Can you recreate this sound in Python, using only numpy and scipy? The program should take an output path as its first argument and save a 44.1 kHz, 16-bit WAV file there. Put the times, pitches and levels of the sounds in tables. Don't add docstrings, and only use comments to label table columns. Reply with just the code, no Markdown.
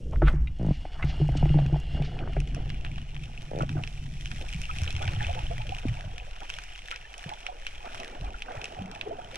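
import sys
import numpy as np
from scipy import signal
from scipy.fft import rfft, irfft, next_fast_len
from scipy.io import wavfile
from scipy.ndimage import uniform_filter1d

SR = 44100
rng = np.random.default_rng(int(sys.argv[2]) if len(sys.argv) > 2 else 0)


def generate_wav(sig):
    pcm = np.round(np.clip(np.atleast_2d(sig).T, -1, 1) * 32767).astype(np.int16)
    wavfile.write(sys.argv[1], SR, pcm)


N = 413216
TIME = np.arange(N) / SR


def amp(db):
    return 10 ** (np.asarray(db) / 20)

def unit(x):
    return x / np.sqrt(np.mean(x ** 2) + 1e-20)

def read(points, hz):
    f, value = np.transpose(points)
    return np.interp(np.log(hz + 1), np.log(f + 1), value)

def follow(curve):
    return np.interp(TIME, *np.transpose(curve))

def add(mix, s, sound):
    part = mix[..., max(round(s * SR), 0):][..., :sound.shape[-1]]
    part += sound[..., :part.shape[-1]]

def colour(x, points):
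    log_gain = np.log(amp(read(points, abs(np.fft.fftfreq(8192, 1 / SR)))))
    taps = np.fft.ifft(np.exp(np.conj(signal.hilbert(log_gain)))).real[:4096]
    return signal.oaconvolve(x, taps.reshape((1,) * (x.ndim - 1) + (-1,)), axes=-1)[..., :x.shape[-1]]

def butter(order, hz, kind="low"):
    return signal.butter(order, hz, kind, fs=SR, output="sos")

def band(x, hz, spread, order=2):
    return signal.sosfilt(butter(order, [hz / spread, min(hz * spread, SR / 2 - 1)], "band"), x)

def resonate(x, hz, width_hz, stages=1):
    turn = np.exp(2j * np.pi * np.cumsum(hz) / SR)
    pole = np.exp(-np.pi * width_hz / SR)
    for _ in range(stages):
        x = 2 * (turn * signal.lfilter([1 - pole], [1, -pole], x / turn + 1e-18)).real
    return x

def clicks(per_s, spread_db):
    size = amp(spread_db * np.minimum(rng.exponential(1, N), 4.5))
    return size * rng.choice([-1, 1], N) * (rng.random(N) < per_s / SR)

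def shower(sound, per_s, spread_db):
    return signal.oaconvolve(clicks(per_s, spread_db), sound)[:N]

def steadied(x, seconds):
    return x / np.sqrt(abs(uniform_filter1d(x ** 2, int(seconds * SR))) + 1e-12)

def waver(per_s, depth_db):
    knots = rng.standard_normal(2000)
    return amp(depth_db * np.interp(TIME * per_s, np.arange(len(knots)), knots))

def bursts(rows, rise_s, fall_s):
    return sum(amp(db) * np.exp(-np.maximum((s - TIME) / rise_s, (TIME - s) / fall_s).clip(max=60))
               for s, db in rows)

def ring(t, hz, t60, onset_s, glide=0):
    age = t / max(t60, .003)
    turns = hz * np.cumsum(1 + glide * (np.minimum(age, 1) - .2)) / SR
    return np.sin(2 * np.pi * turns) * 1000 ** -age * (1 - np.exp(-t / onset_s))


# (time [s], level [dB])
FLOW_LEVEL = [(0, -34), (.28, -18), (.56, -30), (.88, -31), (1.48, -24.5), (1.9, -30), (2.85, -29.5),
              (3.45, -35.5), (4.2, -31.5), (5.2, -29.5), (6.3, -34), (7.0, -41.5), (7.42, -42.5),
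              (7.66, -35), (8.1, -41.5), (8.28, -30), (8.55, -43), (9.37, -42.5)]
# (time [s], level [dB])
CHURN_LEVEL = [(0, -47), (.28, -29), (.55, -50), (.73, -40), (.9, -47.5), (1.1, -37), (1.45, -34.5),
               (1.85, -48), (2.05, -35.5), (2.7, -37.5), (3.35, -47.5), (3.78, -36.5), (4.0, -41),
               (4.7, -43.5), (5.1, -37), (5.95, -44), (6.75, -63.5), (9.37, -55)]
# (time [s], rumble [dB], churn [dB])
WATER_SHOVES = [(1.048, -32, -34), (1.439, -18, -47), (1.952, -30, -26), (2.377, -37, -32),
                (3.78, -53, -39), (5.433, -23, -70), (5.58, -48, -64), (7.951, -37.5, -55),
                (8.221, -39, -38), (8.576, -38.5, -41), (8.799, -54, -36)]
# (frequency [Hz], level [dB])
SWELL_SPECTRUM = [(10, -6.5), (22, -3.5), (32, -10.5), (45, -8.5), (62, -11), (90, -44.5), (250, -79.5),
                  (800, -95)]
EDDY_SPECTRUM = [(26, -17.5), (44, 11), (75, 7), (105, -11.5), (250, -26), (800, -60.5)]
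CHURN_SPECTRUM = [(50, -34), (85, 0), (125, -1), (150, -2), (190, -15), (250, -26), (320, -18.5),
                  (450, -38.5), (1000, -86)]
# (time [s], pitch [Hz])
AIR_PITCH = [(0, 150.6), (4.4, 138), (4.9, 108), (5.9, 108), (7.3, 97.5), (9.3, 89)]
# (time [s], level [dB])
AIR_OVERTONE = [(0, -16), (1.4, -17), (2.8, -16), (4.2, -17), (5, -24), (6.3, -21), (9.3, -22)]

def flow(rumble_db=-4, churn_db=-4, note_db=-5, overtone_ratio=1.607, swell_top_hz=46, muffle_hz=1800):
    times, push_db, shake_db = np.transpose(WATER_SHOVES)
    rise_s, fall_s = 0.0097, 0.021
    speed = amp(follow(FLOW_LEVEL)) + bursts(zip(times, push_db), rise_s, fall_s)
    shake = amp(follow(CHURN_LEVEL)) * waver(per_s=13, depth_db=4)
    shake += bursts(zip(times, shake_db), rise_s, fall_s)
    swell = steadied(colour(rng.standard_normal(N), SWELL_SPECTRUM), 0.09)
    swell = signal.sosfilt(butter(4, swell_top_hz), swell)
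    eddies = steadied(colour(rng.standard_normal(N), EDDY_SPECTRUM), 0.32)
    eddy_db = -4 + 2 * np.minimum(20 * np.log10(speed) + 29.8, 2)
    rumble = (swell + eddies * amp(eddy_db)) * speed * amp(rumble_db)
    note_hz = follow(AIR_PITCH)
    churn = steadied(colour(clicks(per_s=110, spread_db=2), CHURN_SPECTRUM), 0.21)
    note = resonate(colour(clicks(per_s=80, spread_db=-2), CHURN_SPECTRUM), note_hz, width_hz=18)
    overtone = resonate(clicks(per_s=53, spread_db=3.5), overtone_ratio * note_hz, width_hz=60, stages=2)
    air = amp(churn_db) * churn + amp(note_db) * steadied(note, 0.054)
    air += amp(follow(AIR_OVERTONE)) * steadied(overtone, 0.51)
    return signal.sosfilt(butter(2, muffle_hz), rumble + air * shake)


# (time [s], level [dB],
# centre [Hz], crack t60 [s], thud [dB])
GEAR_KNOCKS = [(0.159, -29.5, 1800, 0.013, -16), (0.2206, -22, 1370, 0.075, -40.5),
               (0.2197, -16, 740, 0.027, -7.5), (0.234, -43, 2580, 0.02, -40),
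               (0.2729, -23, 1560, 0.034, -27), (0.282, -17, 1620, 0.03, -28),
               (0.4727, -30, 2770, 0.034, -60), (1.026, -18.5, 2090, 0.042, -44),
               (1.455, -32, 2220, 0.016, -50), (1.493, -28, 2500, 0.015, -50),
               (1.5885, -32, 810, 0.05, -44), (2.275, -29, 1320, 0.017, -26),
               (2.365, -28.5, 1410, 0.016, -21), (3.606, -17.5, 1170, 0.063, -34),
               (5.006, -31.5, 674, 0.049, -47), (5.854, -22.5, 245, 0.0023, -29)]
# (frequency [Hz], level [dB])
KNOCK_MODES = [(334, -5), (619, 1), (790, -3), (1152, -2), (1314, -3.5), (1470, -3), (2070, -5.5),
               (2401, -10.5), (2756, -7), (3774, -5)]
# (peak time [s], level [dB], centre [Hz], rise [s], fall [s])
GEAR_SCRAPES = [(.11, -49.5, 289, 0.3, 0.17), (0.135, -36.5, 600, 0.0045, 0.0089),
                (.125, -50, 1800, .003, .025), (0.231, -33, 265, 0.0015, 0.01),
                (0.28, -32.5, 2120, 0.016, 0.014), (.283, -38.5, 810, 0.02, 0.027),
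                (.285, -41, 7500, 0.013, 0.022), (.755, -47, 3430, 0.058, 0.03),
                (.33, -50.5, 1240, 0.063, 0.08), (.995, -42.5, 1150, 0.0046, 0.043),
                (1.1, -38, 3340, 0.03, 0.022), (1.375, -30, 4500, 0.0045, 0.004),
                (1.588, -38.5, 2450, 0.0028, 0.0072), (2.051, -37.5, 3320, 0.0064, 0.027)]
# (frequency [Hz], gain [dB])
HOUSING_WALL = [(20, 12), (3000, -3.5), (6000, -12.5), (10000, -17.5), (15000, -44.5)]

def gear(thud_hz=46, crack_db=-5, ring_db=-2, ring_stretch=1.56, grit_db=-30):
    out, t = np.zeros(N), np.arange(SR // 2) / SR
    for s, db, hz, t60, thud_db in GEAR_KNOCKS:
        crack = band(rng.standard_normal(len(t)) * 1000 ** (-t / t60), hz, spread=1.223)
        modes = np.zeros(len(t))
        for mode_hz, mode_db in KNOCK_MODES:
            nearness = np.exp(-(np.log(mode_hz / hz) / 0.43) ** 2)
            swing = ring(t, mode_hz, t60 * ring_stretch, onset_s=0.000047)
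            modes += rng.choice([-1, 1]) * amp(mode_db) * nearness * swing
        add(out, s, amp(db + crack_db) * crack / abs(crack).max())
        add(out, s, amp(db + ring_db) * modes / abs(modes).max())
        add(out, s, amp(thud_db) * ring(t, thud_hz, t60=0.22, onset_s=0.029))
    for s, db, hz, rise_s, fall_s in GEAR_SCRAPES:
        slips = clicks(per_s=8400, spread_db=-3)
        rub = unit(band(slips, hz, spread=1.82, order=4))
        grit = unit(band(slips, 2 * hz, spread=1.6))
        out += bursts([(s, db)], rise_s, fall_s) * (rub + amp(grit_db) * grit)
    return colour(out, HOUSING_WALL)


# (time [s], smack [dB], boom [dB], smack pitch [Hz], throat [dB])
SINGLE_GULPS = [(0.2256, -22, -18, 510, -12), (.336, -38, -23.5, 604, -27), (0.852, -28, -49, 710, -36),
                (1.039, -34, -18, 725, -46), (1.2, -35, -23, 500, -19.5), (1.214, -29.5, -15.5, 650, -22.5),
                (1.247, -36, -50, 800, -40), (1.289, -24.5, -19, 730, -33.5),
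                (1.351, -27.5, -20.5, 670, -20), (1.4268, -21, -12.5, 730, -24),
                (1.455, -25.5, -24, 664, -24), (1.5, -33, -15.5, 500, -35), (1.542, -24.5, -15, 740, -34),
                (1.554, -39, -14.5, 650, -19), (1.572, -30, -30.5, 690, -31), (1.588, -22, -24.5, 684, -32),
                (1.618, -34, -20.5, 560, -28), (1.655, -38, -21, 710, -26), (1.698, -35, -35, 600, -45),
                (1.724, -33, -15.5, 504, -30), (1.743, -26, -25.5, 960, -39), (1.76, -26, -34, 692, -36),
                (1.946, -33.5, -33, 696, -34), (1.998, -29, -19.5, 690, -26), (2.018, -28, -46, 690, -40),
                (2.275, -26, -51, 740, -53), (2.367, -18, -24.5, 724, -22.5), (3.609, -30, -21, 590, -25),
                (3.633, -21, -26, 600, -32), (3.753, -51, -26, 600, -26)]
# (time [s], length [s], first gap [s], gap to last gap [ratio], smack [dB],
# boom [dB], swell [dB/s], smack pitch [Hz])
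GULP_RUNS = [(0.596, .122, .016, 1.06, -28.5, -18.5, 94, 472), (3.515, .087, .019, .87, -24, -35, 15, 554)]
# (frequency [Hz], level [dB], share of the boom's t60 [ratio])
POCKET_MODES = [(145.2, -4.5, 0.97), (50.6, -13, 0.91), (236, -10.5, 0.078), (302, -13, 0.15)]

def glugs(smack_db=-1, spray_db=-17, boom_db=3, boom_lag_s=0.00353, single_t60=0.22, throat_hz=320.5):
    out, t = np.zeros(N), np.arange(SR // 3) / SR
    gulps = [(s, hit_db, hz, 0.043, low_db, single_t60, throat_db)
             for s, hit_db, low_db, hz, throat_db in SINGLE_GULPS]
    run_chirp, run_t60 = -0.057, 0.042
    for s, length, gap, ratio, hit_db, low_db, swell, hz in GULP_RUNS:
        ages = np.append(0, np.cumsum(gap * ratio ** np.arange(12)))
        for age in ages[ages < length]:
            up_db = swell * age
            gulps.append((s + age, hit_db + 0.55 * up_db, hz, run_chirp,
                          low_db + up_db, run_t60, low_db + up_db - 17))
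    for s, hit_db, hz, chirp, low_db, t60, throat_db in gulps:
        pocket_tune, slow, smack_tune, throat_tune = rng.normal(1, [.03, .2, .04, .1])
        smack_s, smack_hz = 0.0011, hz * smack_tune
        age = t / (smack_s * slow)
        slide = 1 + chirp * (np.minimum(age, 4) / 2 - 1)
        smack = age ** 2 * np.exp(2 - 2 * age) * np.sin(2 * np.pi * smack_hz * t * slide)
        smack += amp(-10) * ring(t, smack_hz, 0.03 * t60 / single_t60, smack_s)
        spray = unit(band(rng.standard_normal(len(t)), 2 * hz, spread=1.7)) * np.exp(-t / 0.014)
        gargle = ring(t, throat_hz * throat_tune, t60=0.058, onset_s=0.006, glide=-.2)
        boom = sum(amp(db) * ring(t, mode_hz * pocket_tune, t60 * share, onset_s=0.0017)
                   for mode_hz, db, share in POCKET_MODES)
        add(out, s, amp(hit_db) * (amp(smack_db) * smack + amp(spray_db) * spray))
        add(out, s, amp(throat_db) * gargle)
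        add(out, s + boom_lag_s, -amp(low_db + boom_db) * boom)
    return colour(out, [(50, 4.5), (850, 0), (1150, -12.5), (2500, -3.5), (5000, -31), (12000, -59)])


# (time [s], level [dB])
LINE_LEVEL = [(.5, -70.5), (.63, -56.5), (.76, -55.5), (1.15, -49), (1.4, -49), (1.75, -52), (2.05, -49),
              (2.4, -52.5), (3.1, -58), (3.4, -100)]
# (frequency [Hz], level [dB])
RASP_SPECTRUM = [(600, -26), (1400, -11.5), (2000, -2.5), (2500, -3), (2900, 7), (3400, -1.5), (3900, -17),
                 (5400, -25.5), (6500, -21.5), (9000, -23.5), (12000, -64.5), (16000, -82.5)]
# (frequency [Hz], half-width of each stage [Hz], level [dB])
GUN_MODES = [(2110, 81, -19), (2820, 27, -3), (2896, 73, -7), (3140, 160, -6.5), (4190, 44, -12),
             (4590, 92, -13), (4900, 80, -18.5), (5300, 76, -14.5)]

def spear_line(level_db=-3, whirr_db=-2.5):
    slips = clicks(per_s=3000, spread_db=2.5) * waver(per_s=30, depth_db=3)
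    drift = waver(per_s=9, depth_db=0.13)
    whirr = sum(amp(db) * unit(resonate(slips, hz * drift, 2 * half_width, stages=2))
                for hz, half_width, db in GUN_MODES)
    rasp = unit(colour(slips, RASP_SPECTRUM))
    return (rasp + amp(whirr_db) * unit(whirr)) * amp(follow(LINE_LEVEL) + level_db)


# (time [s], level [dB])
FROTH_LEVEL = [(0, -65.5), (.7, -62.5), (.98, -47), (1.6, -45.5), (1.87, -54), (2.15, -44), (2.45, -54.5),
               (3.35, -56.5), (3.7, -53), (4.15, -59.5), (4.75, -52), (5.3, -44.5), (6.1, -49.5),
               (6.85, -56), (7.3, -50), (7.7, -52), (8.27, -45), (8.43, -54), (8.5, -41), (9.37, -49.5)]
# (frequency [Hz], level [dB])
FROTH_SPECTRUM = [(70, -28), (170, -0.5), (300, -9.5), (420, -5), (550, -6), (730, 9.5), (880, 6),
                  (1100, 2.5), (1500, 1), (2500, -12), (6000, -48.5)]
# (time [s], gain [dB])
FROTH_BASS = [(.9, -1.5), (2.2, 10.5), (4.5, 1.5), (5.6, -5.5), (7.8, -5), (8.3, 10), (8.52, -3.5),
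              (9.1, 5)]
# (time [s], level [dB])
FROTH_SLOSHES = [(1.976, -40.5), (2.22, -45), (2.579, -43), (3.771, -41.5), (4.409, -41.5), (4.881, -43.5),
                 (5.019, -35.5), (6.42, -41.5), (7.29, -46.5), (7.856, -37.5), (8.007, -42.5), (8.492, -44)]

def froth(level_db=-1, wash_db=-3, cycles=16, bass_hz=540):
    t = np.arange(SR // 15) / SR
    blips = np.zeros(N)
    for hz in np.geomspace(260, 2200, 22):
        blip = ring(t, hz, cycles / hz, onset_s=0.001, glide=0.49)
        blips += shower(blip, per_s=36, spread_db=1.9) * np.sqrt(hz)
    wash = amp(wash_db) * rng.standard_normal((2, N))
    slosh = unit(colour(unit(blips) + wash, FROTH_SPECTRUM))
    slosh += (amp(follow(FROTH_BASS)) - 1) * signal.sosfiltfilt(butter(3, bass_hz), slosh)
    stream = amp(follow(FROTH_LEVEL)) * waver(per_s=14, depth_db=1.5)
    surges = bursts(FROTH_SLOSHES, rise_s=0.01, fall_s=0.028)
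    return ports(*slosh * amp(level_db) * (stream + surges))


def snap(rattle_db, rattle_s, tail_db, tail_s, ring_hz, ring_db, ring_t60=0.014):
    t = np.arange(SR // 12) / SR
    rattle, scatter = rng.standard_normal((2, 2, len(t)))
    shape = amp(rattle_db) * rattle * np.exp(-t / rattle_s)
    shape += amp(tail_db) * band(scatter, 2270, spread=2.76) * np.exp(-t / tail_s)
    shape[0] += amp(ring_db) * np.cos(2 * np.pi * ring_hz * t) * 1000 ** (-t / ring_t60)
    shape[0, 0] += 1
    return shape

def tilted(x, treble_db, low_db):
    return colour(x, [(1500, low_db), (2300, 0), (3800, 0), (6000, treble_db)])


# (time [s], level [dB])
REEF_LEVEL = [(0, -72), (.5, -74), (1.1, -63), (2.1, -60), (2.6, -53.5), (4.05, -52.5), (4.6, -45.5),
              (5.25, -43), (5.6, -46.5), (6.2, -50), (6.7, -46.5), (7.75, -51), (7.97, -46.5), (8.3, -53),
              (8.64, -46.5), (8.85, -51.5), (9.37, -51.5)]
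# (time [s], treble gain [dB])
REEF_CRISPNESS = [(0, 21), (2.6, 0), (4.2, 6), (5.2, 1), (9.37, 1)]
# (frequency [Hz], level [dB])
SNAP_SPECTRUM = [(200, -25), (750, -14), (1100, -4), (1500, -5.5), (2000, -2), (2550, 4), (3200, 0),
                 (4100, -7.5), (4900, -10.5), (5400, -4.5), (7000, -14), (10000, -19), (13000, -34.5),
                 (16000, -45)]
FIZZ_SPECTRUM = [(1500, -19.5), (3500, 8.5), (6000, -13), (8500, 3.5), (10500, -12), (13000, -11.5),
                 (15500, -26)]

def far_shrimp(level_db=-1.5, hiss_db=-3, fizz_db=-21, vary_db=5, treble_hz=4300):
    shapes = []
    for hz in np.geomspace(1400, 4000, 20):
        shape = snap(rattle_db=-18, rattle_s=.0006, tail_db=-33, tail_s=.01, ring_hz=hz, ring_db=-21)
        shapes.append(tilted(shape, *vary_db * rng.uniform(-1, 1, 2)))
    carpet = sum(signal.oaconvolve(clicks(per_s=14, spread_db=4)[None], shape, axes=1)[:, :N]
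                 for shape in shapes)
    hiss = amp(hiss_db) * rng.standard_normal((2, N))
    crackle = unit(colour(unit(carpet) + hiss, SNAP_SPECTRUM))
    ticks = np.array([clicks(per_s=900, spread_db=3.8) for _ in range(2)])
    crackle += amp(fizz_db) * unit(colour(ticks, FIZZ_SPECTRUM))
    treble = signal.sosfiltfilt(butter(2, treble_hz, "high"), crackle)
    crackle += (amp(follow(REEF_CRISPNESS)) - 1) * treble
    return ports(*crackle * amp(follow(REEF_LEVEL) + level_db) * waver(per_s=18, depth_db=1.84))


# (time [s], level [dB], treble tilt [dB], low-mid tilt [dB])
NEAR_SNAPS = [(1.663, -43, -9, 3), (1.801, -54.5, 10.5, -5), (2.0227, -40, -12, -22),
              (2.1906, -41.5, -17, 6), (2.403, -40.5, 2, -11), (2.547, -44, 4, 7), (2.7021, -38, -13, 3.5),
              (2.8489, -40.5, -10, 12), (2.865, -44, -25, 6.5), (2.983, -44.5, -16, 6),
              (3.1655, -41, -15, 3), (3.6226, -42, 2, -3), (3.6932, -38, -9.5, 5.5),
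              (3.8375, -34.5, -13, 6), (3.8754, -38.5, -8, -2), (4.258, -38.5, -0.5, 4),
              (4.3156, -37.5, -8, 5), (4.5277, -39.5, -1, 1), (4.6168, -41.5, 5.5, 3), (4.413, -41, -5, -8),
              (4.786, -38, -3, -18), (4.818, -45, 5, 10), (4.835, -40.5, 4, 5), (4.8434, -47, 4, 16),
              (4.8773, -30.5, -18, -46), (4.906, -35, -5, -8), (4.927, -48, 10, -12), (4.9652, -36, -5, 1),
              (5.025, -39.5, 1, 2), (5.078, -33, -8, -7), (5.392, -39.5, -2, 6), (5.618, -39.5, -14, -15),
              (5.6926, -35.5, -13, -34), (6.1813, -39.5, -4, -2), (6.405, -46, 4, -11), (6.4953, -41, 2, 4),
              (6.5011, -33.5, -3, 2), (6.587, -39.5, -4, 9), (6.877, -48, 1, -12), (6.9134, -30.5, -11, -5),
              (6.9608, -39, -2, -1), (7.18, -47.5, 8, -17), (7.2926, -38.5, -5, -14),
              (7.466, -31.5, -9.5, 4), (7.6672, -30, -6.5, -0.5), (7.9467, -44.5, 1, 13),
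              (8.0005, -37.5, -6.5, 2), (8.4217, -33, -10, -6.5), (8.6157, -37, -10, 3),
              (8.643, -34, 0.5, -4), (8.656, -39, -4, -2), (8.9144, -42.5, -4.5, -7),
              (9.0125, -29.5, -15, -2), (9.3443, -45, -4, -4), (9.357, -38, -2, -1)]

def near_shrimp(level_db=2.5, crisp_db=3, lead_db=-15, lead_s=0.001256):
    out = np.zeros((2, N))
    for s, db, treble_db, low_db in NEAR_SNAPS:
        shape = snap(rattle_db=-14, rattle_s=.0011, tail_db=-29, tail_s=.011, ring_hz=2670, ring_db=-30)
        shape = colour(shape, SNAP_SPECTRUM)
        attack_rms = np.sqrt(np.mean(shape[:, :SR // 250] ** 2))
        crack = amp(db + level_db) * tilted(shape, treble_db + crisp_db, low_db) / attack_rms
        add(out, s, crack)
        add(out, s - lead_s, amp(lead_db) * crack)
    return ports(*out)


# (time [s], level [dB], pitch [Hz])
CLOSE_POPS = [(3.377, -28.5, 2570), (4.269, -32.5, 3070), (4.6377, -25, 2800), (4.7122, -23.5, 2570),
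              (4.877, -42.5, 2770), (5.0895, -25, 2590), (5.162, -29.5, 3140), (5.247, -20, 2560),
              (5.337, -31, 3140), (5.467, -27.5, 3120), (6.2, -29, 2570), (6.754, -31, 2770),
              (7.143, -33, 2980)]

def pings(level_db=-9, pop_db=2):
    t = np.arange(SR // 15) / SR
    rings = sum(shower(ring(t, hz, t60=0.15, onset_s=0.00067, glide=.03), per_s=4, spread_db=-0.5)
                for hz in np.geomspace(2350, 3300, 12))
    out = unit(rings) * amp(follow(REEF_LEVEL) + level_db)
    for s, db, hz in CLOSE_POPS:
        add(out, s, amp(db + pop_db) * ring(t, hz, t60=0.015, onset_s=0.00022, glide=0.038))
    return ports(out)


# (time [s], level [dB], pitch [Hz], t60 [s])
FREED_BUBBLES = [(3.729, -38, 170, 0.12), (4.13, -23, 136.3, 0.11), (4.546, -27.5, 154, 0.22),
                 (4.693, -18.5, 1280, 0.049), (4.822, -16, 78, 0.16), (4.94, -25, 92, 0.23),
                 (5.055, -25.5, 90, 0.34), (5.17, -26, 113, 0.27), (5.26, -26.5, 82.3, 0.36),
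                 (5.33, -26, 128, 0.17), (5.58, -29.5, 114.3, 0.21), (5.024, -26, 1470, 0.078),
                 (5.085, -30, 1040, 0.068), (5.205, -27.5, 843, 0.11), (5.23, -28, 1530, 0.051),
                 (5.283, -24, 724, 0.13), (5.373, -29.5, 865, 0.11), (5.508, -26, 695, 0.086),
                 (5.602, -31, 865, 0.082), (5.719, -22, 774, 0.06), (5.856, -17, 119.6, 0.15),
                 (5.886, -19.5, 118.6, 0.25), (6.916, -25, 1340, 0.07), (7.049, -31.5, 1780, 0.042),
                 (7.261, -21.5, 150, 0.054), (7.315, -25.5, 870, 0.074), (7.485, -27, 738, 0.089),
                 (7.843, -31, 708, 0.11), (8.008, -35, 640, 0.17), (8.342, -21, 1410, 0.028),
                 (8.785, -32.5, 772, 0.11), (8.813, -26, 187, 0.22), (8.898, -24.5, 430, 0.03),
                 (9.059, -28, 442, 0.17), (9.108, -22, 678, 0.069), (9.116, -31, 418, 0.12),
                 (9.186, -19.5, 714, 0.047)]

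def bubbles(level_db=1, onset_s=0.0051, glide_spread=0.31, piece_db=-9, strays_from_s=4, strays=80):
    out, t = np.zeros(N), np.arange(SR // 4) / SR
    when, smallness, strength = rng.random((strays, 3)).T
    stray_s = strays_from_s + when * (TIME[-1] - strays_from_s)
    stray_db = np.interp(stray_s, *np.transpose(FROTH_LEVEL)) + 5 + 6 * strength
    stray_hz = 480 * 2.4 ** smallness ** 1.5
    stray_t60 = 0.069 * (1000 / stray_hz) ** 0.11
    for s, db, hz, t60 in [*FREED_BUBBLES, *zip(stray_s, stray_db, stray_hz, stray_t60)]:
        wobble = 1 + .6 * np.interp(t * hz / 2, np.arange(256), rng.standard_normal(256))
        glide = 0.15 + glide_spread * rng.uniform(-1, 1)
        add(out, s, amp(db + level_db) * wobble * ring(t, hz, t60, onset_s, glide))
        for late, detune, slide in rng.random((3, 3)):
            piece_hz = hz * np.exp(0.33 * (2 * detune - 1))
            piece = ring(t, piece_hz, t60 / 2, onset_s, 2 * glide_spread * (2 * slide - 1))
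            add(out, s + late * 0.035, amp(db + piece_db) * piece)
    return ports(out)


# (time [s], level [dB])
BUBBLE_SPRAYS = [(5.08, -40.5), (5.205, -33.5), (5.275, -48), (6.93, -41.5)]

def sprays(cycles=24):
    t = np.arange(SR // 30) / SR
    rings = sum(shower(ring(t, hz, cycles / hz, onset_s=.0003), per_s=40, spread_db=2)
                for hz in np.geomspace(1500, 4200, 14))
    return ports(unit(rings) * bursts(BUBBLE_SPRAYS, rise_s=.008, fall_s=0.038))


# (frequency [Hz], left's phase lead [rad])
MIC_PHASE = [(380, -1.5), (520, -0.94), (700, -2), (950, -2.5), (1500, -4.5), (2100, -6.5), (3900, -8),
             (4900, -5.5), (7200, -12.5), (10000, -17.5)]
# (frequency [Hz], coherence [0-1])
MIC_COHERENCE = [(200, 0.68), (900, 0.99), (1300, 0.57), (2500, 0.52), (3300, 0.72), (4500, 0.057),
                 (7000, 0.11), (15000, 0.27)]
# (frequency [Hz], left minus right [dB])
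MIC_BALANCE = [(400, 5.5), (750, -5), (1300, -5.5), (2500, -3), (3500, -1), (5500, -5), (9500, -4.5),
               (12000, -5.5)]

def ports(sound, right_only=None, bass_skew_rad=0.16):
    size = next_fast_len(N + SR)
    hz = np.fft.rfftfreq(size, 1 / SR)
    apart = np.clip((hz - 340) / 140, 0, 1)
    alike = 1 - apart * np.clip(1 - read(MIC_COHERENCE, hz), 0, 1)
    balance = amp(apart * read(MIC_BALANCE, hz) / 2)
    phase = bass_skew_rad * (1 - apart) - apart * read(MIC_PHASE, hz)
    left = rfft(sound, size)
    right = alike * left * np.exp(1j * phase)
    if right_only is not None:
        right += np.sqrt(1 - alike ** 2) * rfft(right_only, size)
    return irfft(np.array([left * balance, right / balance]), size)[:, :N]

def stereo_width(start_s=1.85, opening_s=0.89):
    return np.clip((TIME - start_s) / opening_s, 0, 1)

def housing(x):
    return (1 - stereo_width()) * x + stereo_width() * ports(x)

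def scene():
    on_case = housing(flow() + glugs() + gear() + spear_line())
    return on_case + bubbles() + froth() + pings() + sprays() + far_shrimp() + near_shrimp()

def record(dry, side_floor_db=-35, top_hz=15750):
    mid = dry.mean(0)
    wide = mid + (dry - mid) * np.maximum(stereo_width(), amp(side_floor_db))
    band_limit = signal.firwin(511, top_hz, window=("kaiser", 9), fs=SR)
    return signal.oaconvolve(wide, band_limit[None], "same")


dry = scene()
out = record(dry)
generate_wav(out)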